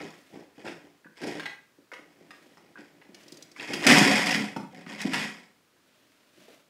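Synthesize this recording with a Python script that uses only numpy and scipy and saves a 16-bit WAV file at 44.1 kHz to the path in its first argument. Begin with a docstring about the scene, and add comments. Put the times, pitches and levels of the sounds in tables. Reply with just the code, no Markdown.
"""Toys tipped from bin to bin.

A child carries a plastic bin of toys across a living room and tips it into a second bin.
Hollow toys shift, clack and tumble; their blows drum on the thin walls, and strained plastic ticks.
The emptied bin is lifted away with a soft rub. A wooden-floored room answers."""
import sys
import numpy as np
from scipy import signal
from scipy.fft import rfft, irfft, next_fast_len
from scipy.io import wavfile
from scipy.ndimage import uniform_filter1d

SR = 44100
rng = np.random.default_rng(int(sys.argv[2]) if len(sys.argv) > 2 else 0)


def generate_wav(sig):
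    """Save sig (samples, or channels by samples) to the path in sys.argv[1] as 16-bit PCM at SR."""
    pcm = np.round(np.clip(np.atleast_2d(sig).T, -1, 1) * 32767).astype(np.int16)
    wavfile.write(sys.argv[1], SR, pcm)


N = 295029
TIME_S = np.arange(N) / SR
BLOW_TIME_S = np.arange(SR // 2) / SR
POUR_START_S, POUR_END_S = 3.85, 5.0


def amp(db):
    """Decibels to gain."""
    return 10 ** (np.asarray(db) / 20)


def unit(x):
    """Scale to rms 1."""
    return x / np.sqrt(np.mean(x ** 2) + 1e-20)


def burst(x):
    """Scale to the energy of 5 ms at rms 1."""
    return x / np.sqrt(np.sum(x ** 2) / (.005 * SR) + 1e-20)


def curve(points):
    """Function of frequency through (f/Hz, value) points, on a log axis."""
    hz, values = np.transpose(points)
    return lambda f: np.interp(np.log(f + 1), np.log(hz + 1), values)


def hump(centre_hz, octaves, depth_db):
    """Broad resonance curve; the skirts level out depth_db below the top."""
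    return lambda hz: depth_db * (1 / (1 + (np.log2((hz + 1) / centre_hz) / octaves) ** 2) - 1)


def colour(x, gain_db):
    """Minimum-phase filter with response gain_db(f)."""
    size = 2 * next_fast_len(len(x) // 2 + 4096)
    cepstrum = irfft(np.log(amp(gain_db(np.fft.rfftfreq(size, 1 / SR))) + 1e-6))
    cepstrum[1:size // 2] *= 2
    cepstrum[size // 2 + 1:] = 0
    return irfft(rfft(x, size) * np.exp(rfft(cepstrum)), size)[:len(x)]


def add(track, start_s, x):
    """Mix x into the track at start_s."""
    start = max(round(start_s * SR), 0)
    track[start:start + len(x)] += x[:N - start]


def swell(start_s, length_s, rise_db_per_s, sag_db_per_s, fall_db_per_s):
    """Attack, sagging hold and release, in dB."""
    age_s = TIME_S - start_s
    attack_db = rise_db_per_s * np.minimum(age_s, 0)
    sag_db = sag_db_per_s * np.clip(age_s, 0, length_s)
    return attack_db - sag_db - fall_db_per_s * np.maximum(age_s - length_s, 0)


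def loudest(levels_db):
    """Upper envelope of overlapping levels."""
    return np.maximum(np.max(levels_db, axis=0), -120)


def ring(hz, db, t60_s):
    """Sum of damped modes with random polarity."""
    hz, db, t60_s = (np.reshape(v, (-1, 1)) for v in (hz, db, t60_s))
    modes = amp(db - 60 * BLOW_TIME_S / t60_s) * np.sin(2 * np.pi * hz * BLOW_TIME_S)
    return rng.choice([-1, 1], len(hz)) @ modes


def puff(t60_s):
    """Decaying noise: modes too dense to resolve."""
    return rng.standard_normal(len(BLOW_TIME_S)) * amp(-60 * BLOW_TIME_S / t60_s)


def chatter(blow, span_s, bounce_db, bounces=4):
    """A loose part touches several times in quick succession."""
    hits = np.zeros(SR // 20)
    hits[0] = 1
    signs = rng.choice([-1, 1], bounces)
    hits[rng.integers(20, min(span_s * SR, len(hits) - 1), bounces)] = amp(bounce_db) * signs
    return burst(signal.fftconvolve(blow, hits))


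def contacts(level_db, base_rate_hz, scatter_db):
    """Random impulses whose power follows the level; louder is also denser."""
    chance = np.clip(base_rate_hz * amp(.2 * (level_db + 20)), 20, SR) / SR
    at = np.flatnonzero(rng.random(N) < chance)
    sizes = unit(amp(scatter_db * rng.uniform(-1, 1, len(at))))
    pulses = np.zeros(N)
    pulses[at] = sizes * rng.choice([-1, 1], len(at)) / np.sqrt(chance[at])
    return pulses * amp(level_db)


def play(pulses, blow):
    """Sound a unit-energy blow at every impulse."""
    return signal.fftconvolve(pulses, blow / np.linalg.norm(blow))[:N]


# living room decay: f/Hz, t60/s
ROOM_DECAY = [(100, 0.51), (260, 0.21), (700, 0.39), (2000, 0.37), (5000, 0.32), (13000, 0.41)]

def room(x, wet_db):
    """Direct sound plus a diffuse tail, different for every place in the room."""
    hz, t, noise = signal.stft(rng.standard_normal(SR // 2), SR, nperseg=256)
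    decay = amp(-60 * t / curve(ROOM_DECAY)(hz)[:, None])
    tail = signal.istft(noise * decay, SR, nperseg=256)[1]
    tail *= 1 - np.exp(-np.arange(len(tail)) / SR / 0.017)
    response = amp(wet_db) * unit(tail) / np.sqrt(len(tail))
    response[0] += 1
    return signal.fftconvolve(x, response)


# hush spectrum: f/Hz, gain/dB
HUSH_SPECTRUM = [(18, -43), (30, -14), (49, -25.5), (85, -7.5), (350, -1.5), (656, -8.5), (709, -11),
                 (1230, -8), (1590, -10), (1770, -10.5), (4310, -14.5), (15500, -25.5)]
# electrical whine: f/Hz, level/dB
WHINE_TONES = [(14971, -87.5)]

def still_air(hush_db=-66.5):
    """Steady room hush with a thin electrical whine."""
    hush = amp(hush_db) * unit(colour(rng.standard_normal(N), curve(HUSH_SPECTRUM)))
    whine = sum(amp(db) * np.sqrt(2) * np.sin(2 * np.pi * hz * TIME_S) for hz, db in WHINE_TONES)
    return hush + whine


# cloth friction spectrum: f/Hz, gain/dB
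RUB_SPECTRUM = [(120, -32.5), (200, -7.5), (292, 1), (419, -21), (602, -1.5), (748, -20), (1600, -11.5),
                (2900, -11.5), (15000, -29.5)]
# sleeve or hand strokes on the bin: t/s, length/s, level/dB
RUB_STROKES = [(.15, 0.19, -62), (2.34, 0.19, -65), (3.201, .25, -60), (5.888, .47, -68),
               (6.395, .15, -58.5)]

def rub(flutter_db=1.8):
    """Cloth slides over smooth plastic: a fine, uneven hiss."""
    hiss = unit(colour(rng.standard_normal(N), curve(RUB_SPECTRUM)))
    grip = unit(uniform_filter1d(rng.standard_normal(N), size=500))
    strokes_db = [db + swell(t, length_s, rise_db_per_s=131, sag_db_per_s=0, fall_db_per_s=124)
                  for t, length_s, db in RUB_STROKES]
    return hiss * amp(loudest(strokes_db) + flutter_db * grip)


# snaps in strained plastic: t/s, relative level/dB
STRAIN_TICKS = [(0.0358, -45), (0.1044, -45.5), (3.1457, -40), (3.2321, -49), (3.2809, -42),
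                (3.3218, -36.5), (3.3424, -46.5), (3.3712, -40.5), (3.4246, -35.5), (3.5159, -44),
                (3.7349, -29), (5.015, -27)]

def ticks(centre_hz=5000, mode_count=6):
    """Strained plastic lets go in bright, nearly dry snaps that ping briefly."""
    track = np.zeros(N)
    tilt = curve([(200, -21.5), (2000, 2), (11000, -1.5), (15500, -3.5)])
    for t, db in STRAIN_TICKS:
        snap = colour(puff(t60_s=0.043), hump(centre_hz, octaves=0.9, depth_db=25.5))
        ping = ring(centre_hz * np.exp(rng.normal(0, .15, mode_count)), db=0, t60_s=.03)
        click = colour(burst(snap) + amp(-5.5) * burst(ping), tilt)
        add(track, t, room(amp(db) * chatter(click, span_s=.004, bounce_db=-10), wet_db=-10))
    return amp(-7.5) * track


# wall flexing spectrum: f/Hz, gain/dB
FLEX_SPECTRUM = [(18, -74), (30, -46.5), (108, -16.5), (205, -3), (385, -7), (446, -9.5), (532, -5),
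                 (1000, -17.5), (1300, -46), (2200, -120)]

def bin_wall(modes, t60_scale, flex_db):
    """A struck wall: modes at random strengths over dull flexing."""
    hz, db, t60_s = np.transpose(modes)
    tone = ring(hz, db + rng.normal(0, 1.5, len(hz)), t60_scale * t60_s)
    # cut the deep rumble below the wall's ringing tones
    tone = colour(tone, curve([(30, -39.5), (90, -21.5), (170, -0.5)]))
    flex = colour(puff(t60_s=0.061), curve(FLEX_SPECTRUM))
    return burst(burst(tone) + amp(flex_db) * burst(flex))


# short, dull wall modes of the carried bin: f/Hz, level/dB, base t60/s
CARRIED_BIN_MODES = [(162, -6, 0.13), (215, -4, 0.047), (299, 2.5, 0.1), (344.2, 1, 0.11), (400, -8.5, .12),
                     (508, 3.5, 0.016), (790, -3, 0.027)]
# free wall modes: f/Hz, level/dB, base t60/s
EMPTY_BIN_MODES = [(175.4, -10, .3), (209.5, -2.5, 0.34), (251.6, -1.5, 0.12), (281.6, -2, 0.18),
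                   (383.7, -3.5, 0.084), (442, -8.5, 0.056), (527.7, -2.5, 0.037), (595, -12.5, .12),
                   (732, -5.5, 0.13)]
# blows on a wall: t/s, relative level/dB, boom centre/Hz
WALL_BLOWS = [(0.353, -50, 370), (0.645, -33, 344), (1.053, -46, 280), (1.215, -34, 302),
              (1.238, -29.5, 604), (1.782, -48, 286), (1.926, -42.5, 555), (1.992, -46.5, 316),
              (2.209, -49, 312), (2.79, -43, 272), (3.09, -45, 286), (3.323, -41, 187.4),
              (3.736, -28.5, 265), (3.864, -13.5, 352), (3.921, -27, 288.6), (4.012, -9.5, 232.6),
              (4.397, -26.5, 194), (4.562, -24.5, 205), (4.864, -36, 196), (5.047, -18.5, 223),
              (6.375, -48.5, 176.4), (6.482, -46, 597)]

def thumps():
    """Heavy blows boom in a bin; where they land decides which modes speak."""
    track = np.zeros(N)
    for t, db, hz in WALL_BLOWS:
        modes = EMPTY_BIN_MODES if POUR_START_S < t < POUR_END_S else CARRIED_BIN_MODES
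        wall = bin_wall(modes, t60_scale=0.57, flex_db=0.5)
        boom = colour(wall, hump(hz, octaves=1.5, depth_db=26))
        add(track, t, room(amp(db) * burst(boom), wet_db=0))
    return amp(-1.5) * track


def drumming(flow_db, modes, flex_db, wall_count=3):
    """Rolling toys keep a bin's walls sounding."""
    walls = [room(bin_wall(modes, 1, flex_db), wet_db=-9) for _ in range(wall_count)]
    track = sum(play(contacts(flow_db, base_rate_hz=200, scatter_db=2.5), wall) for wall in walls)
    return amp(0.5) * track / np.sqrt(wall_count)


# stiff toy modes: f/Hz, level/dB, t60/s
STIFF_MODES = [(1895, -2, .2), (2490, -2.5, .42), (3182, -12.5, .24), (3400, -12.5, .12)]
# jolts to that toy: t/s, level/dB
STIFF_JOLTS = [(1.459, -47), (3.6, -55), (4.347, -39), (5.14, -45)]

def stiff_toy():
    """One harder toy rings on after each jolt."""
    track = np.zeros(N)
    for t, db in STIFF_JOLTS:
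        add(track, t, amp(db) * ring(*np.transpose(STIFF_MODES)))
    return track


# hollow toy modes: frequency ratio, level/dB, t60/s
HOLLOW_MODES = [(.62, -5, .015), (.8, -4, .02), (.93, -3, .03), (1.0, 0, .05), (1.06, -5, .06),
                (1.25, -4, .015), (1.6, -8, .012)]
# knocks on a hollow toy: t/s, relative level/dB, f/Hz
TOY_KNOCKS = [(1.0458, -45, 1628), (1.063, -42.5, 1534), (1.4583, -44, 1970), (2.7564, -39.5, 1576),
              (2.774, -40, 1536), (3.5965, -29, 2560), (5.765, -61, 1570)]

def knocks():
    """A knocked hollow toy gives a short note from a few close modes."""
    track = np.zeros(N)
    ratio, mode_db, t60_s = np.transpose(HOLLOW_MODES)
    for t, db, hz in TOY_KNOCKS:
        note = ring(hz * ratio, mode_db + rng.normal(0, 1, len(ratio)), t60_s)
        note = colour(note, curve([(100, -24), (900, 3.0)]))
        add(track, t, room(amp(db) * chatter(note, span_s=0.0076, bounce_db=-5.5), wet_db=-5))
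    return amp(-4.5) * track


# the heap gives way: t/s, length/s, relative rattle/dB, relative drumming/dB
HEAP_SLIDES = [(0.0, .02, -42, -41), (.34, 0.057, -60, -47), (0.579, 0.068, -55.5, -50.5),
               (0.663, 0.0067, -45, -38.5), (.84, 0.0034, -61.5, -55), (1.18, .02, -48.5, -58),
               (1.239, .12, -40, -35.5), (2.788, 0.0088, -55.5, -52), (3.598, 0.026, -39, -45.5),
               (3.689, 0.24, -37.5, -38), (3.828, 0.036, -29, -34), (3.885, 0.32, -14.5, -18),
               (4.271, 0.092, -26, -29), (4.74, 0.039, -50, -45), (4.9, 0.07, -40.5, -44.5),
               (5.0, 0.14, -37.5, -40.5), (5.14, 0.065, -29, -35)]

def heap_motion(rise_db_per_s=519.5, sag_db_per_s=33, settle_db_per_s=130):
    """Slides build, thin and settle: dB envelopes for rattle, carried bin and catching bin."""
    # the toys creep while the bin is edged into place
    creep_db = swell(2, 1.55, rise_db_per_s, 0, settle_db_per_s)
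    rattle, carried, catching = [creep_db - 68], [creep_db - 62], []
    for t, length_s, rattle_db, drum_db in HEAP_SLIDES:
        slide_db = swell(t, length_s, rise_db_per_s, sag_db_per_s, settle_db_per_s)
        rattle.append(rattle_db + slide_db)
        if t < POUR_START_S:
            carried.append(drum_db + slide_db)
        else:
            catching.append(drum_db + swell(t, length_s, rise_db_per_s, sag_db_per_s, fall_db_per_s=100))
    return loudest(rattle), loudest(carried), loudest(catching)


def toy_shell(base_t60_s, crack_db, mode_count=24):
    """One hollow toy: scattered modes, the higher ones shorter, over a sharp crack."""
    hz = rng.uniform(700, 14000, mode_count)
    t60_s = base_t60_s * np.sqrt(2000 / hz) * rng.uniform(0.6, 2.0, mode_count)
    modes = ring(hz, -10 * np.log10(t60_s), t60_s)  # equal energy per mode
    return burst(burst(modes) + amp(crack_db) * burst(puff(t60_s=0.014)))


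# spectrum of colliding toys: f/Hz, gain/dB
TOY_SPECTRUM = [(350, -33.5), (600, -5.5), (953, -4.5), (1170, -3), (1300, -9), (1910, 5), (2130, -1.5),
                (2540, 0), (2720, -4), (3160, -5), (4260, -13), (5080, -6.5), (5980, -14.5), (10400, -25.5),
                (15500, -41.5)]

def tumble(flow_db, toy_count=14):
    """Toys collide at random, each with its own shell and place."""
    track = np.zeros(N)
    for _ in range(toy_count):
        toy = colour(toy_shell(base_t60_s=0.046, crack_db=-2), curve(TOY_SPECTRUM))
        hits = contacts(flow_db, base_rate_hz=50, scatter_db=6)
        track += play(hits, room(toy, wet_db=-5))
    return amp(-0.5) * track / np.sqrt(toy_count)


# toy hits toy: t/s, relative ring/dB, ring centre/Hz, relative crack/dB
TOY_CLACKS = [(0.003, -32, 1900, -48.5), (0.102, -43.5, 1360, -57), (0.354, -44, 1300, -60),
              (0.396, -50, 1540, -52), (0.656, -32.5, 1760, -54), (0.676, -27, 1910, -42),
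              (1.216, -32.5, 1850, -38), (1.234, -29.5, 2170, -34.5), (1.269, -41, 3303, -34),
              (1.397, -23.5, 1755, -39), (1.432, -34, 1850, -54), (1.457, -20, 1910, -43),
              (1.917, -30.5, 1640, -50), (1.935, -30, 1640, -43.5), (2.307, -34, 1635, -45),
              (2.572, -43.5, 1330, -51), (3.016, -42, 1750, -72), (3.145, -41.5, 2680, -52),
              (3.562, -34.5, 1625, -48.5), (3.734, -19.5, 2650, -25.5), (3.867, -3, 2420, -8),
              (3.919, -14, 1920, -11.5), (3.983, -28, 1833, -10.5), (4.259, -23.5, 1660, -20.5),
              (4.308, -16.5, 2234, -20.5), (4.346, -14, 2260, -24.5), (4.563, -22, 1043, -35),
              (4.864, -34, 1570, -72), (5.134, -16, 2090, -25), (5.142, -19, 1748, -34),
              (5.224, -27.5, 1970, -47.5)]

def clacks(mode_count=14, bounce_span_s=.01):
    """Hard contacts: a shell rings and its edge cracks; harder hits bounce more strongly."""
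    track = np.zeros(N)
    # small shells radiate little bass
    radiation = curve([(100, -20.5), (800, 1.5), (1300, -2.0), (1900, -1.0), (3500, -3.5)])
    crack_tilt = curve([(1500, -21), (4500, 4), (12000, 7)])
    for t, ring_db, hz, crack_db in TOY_CLACKS:
        mode_hz = hz * np.exp(rng.normal(0, .25, mode_count))
        mode_db = rng.normal(0, 2, mode_count)
        modes = ring(mode_hz, mode_db, t60_s=rng.uniform(.01, .02, mode_count))
        shell = colour(puff(t60_s=0.027), hump(hz, octaves=2.0, depth_db=53.5))
        body = colour(burst(modes) + amp(5) * burst(shell), radiation)
        crack = colour(puff(t60_s=0.05), lambda f: curve(TOY_SPECTRUM)(f) + crack_tilt(f))
        bounce_db = -4.5 + 0.077 * (ring_db + 20)
        blow = amp(ring_db) * chatter(body, bounce_span_s, bounce_db)
        blow += amp(crack_db) * chatter(crack, bounce_span_s, bounce_db)
        add(track, t, room(blow, wet_db=-2))
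    return amp(-8.5) * track


def scene():
    """All sources at one microphone, fed to both channels."""
    rattle_db, carried_db, catching_db = heap_motion()
    carried = drumming(carried_db, CARRIED_BIN_MODES, flex_db=-7)
    catching = drumming(catching_db, EMPTY_BIN_MODES, flex_db=-9)
    toys = tumble(rattle_db) + clacks() + knocks() + stiff_toy()
    mono = toys + carried + catching + thumps() + ticks() + rub() + still_air()
    return np.array([mono, mono])


def record(dry):
    """Soft peak limiting, then a brick-wall low-pass."""
    ceiling, cutoff_hz = .72, 15750
    rounded = dry / (1 + np.abs(dry / ceiling) ** 6) ** (1 / 6)
    size = next_fast_len(N + 8192)
    passband = np.fft.rfftfreq(size, 1 / SR) < cutoff_hz
    return irfft(rfft(rounded, size) * passband, size)[:, :N]


dry = scene()
out = record(dry)
generate_wav(out)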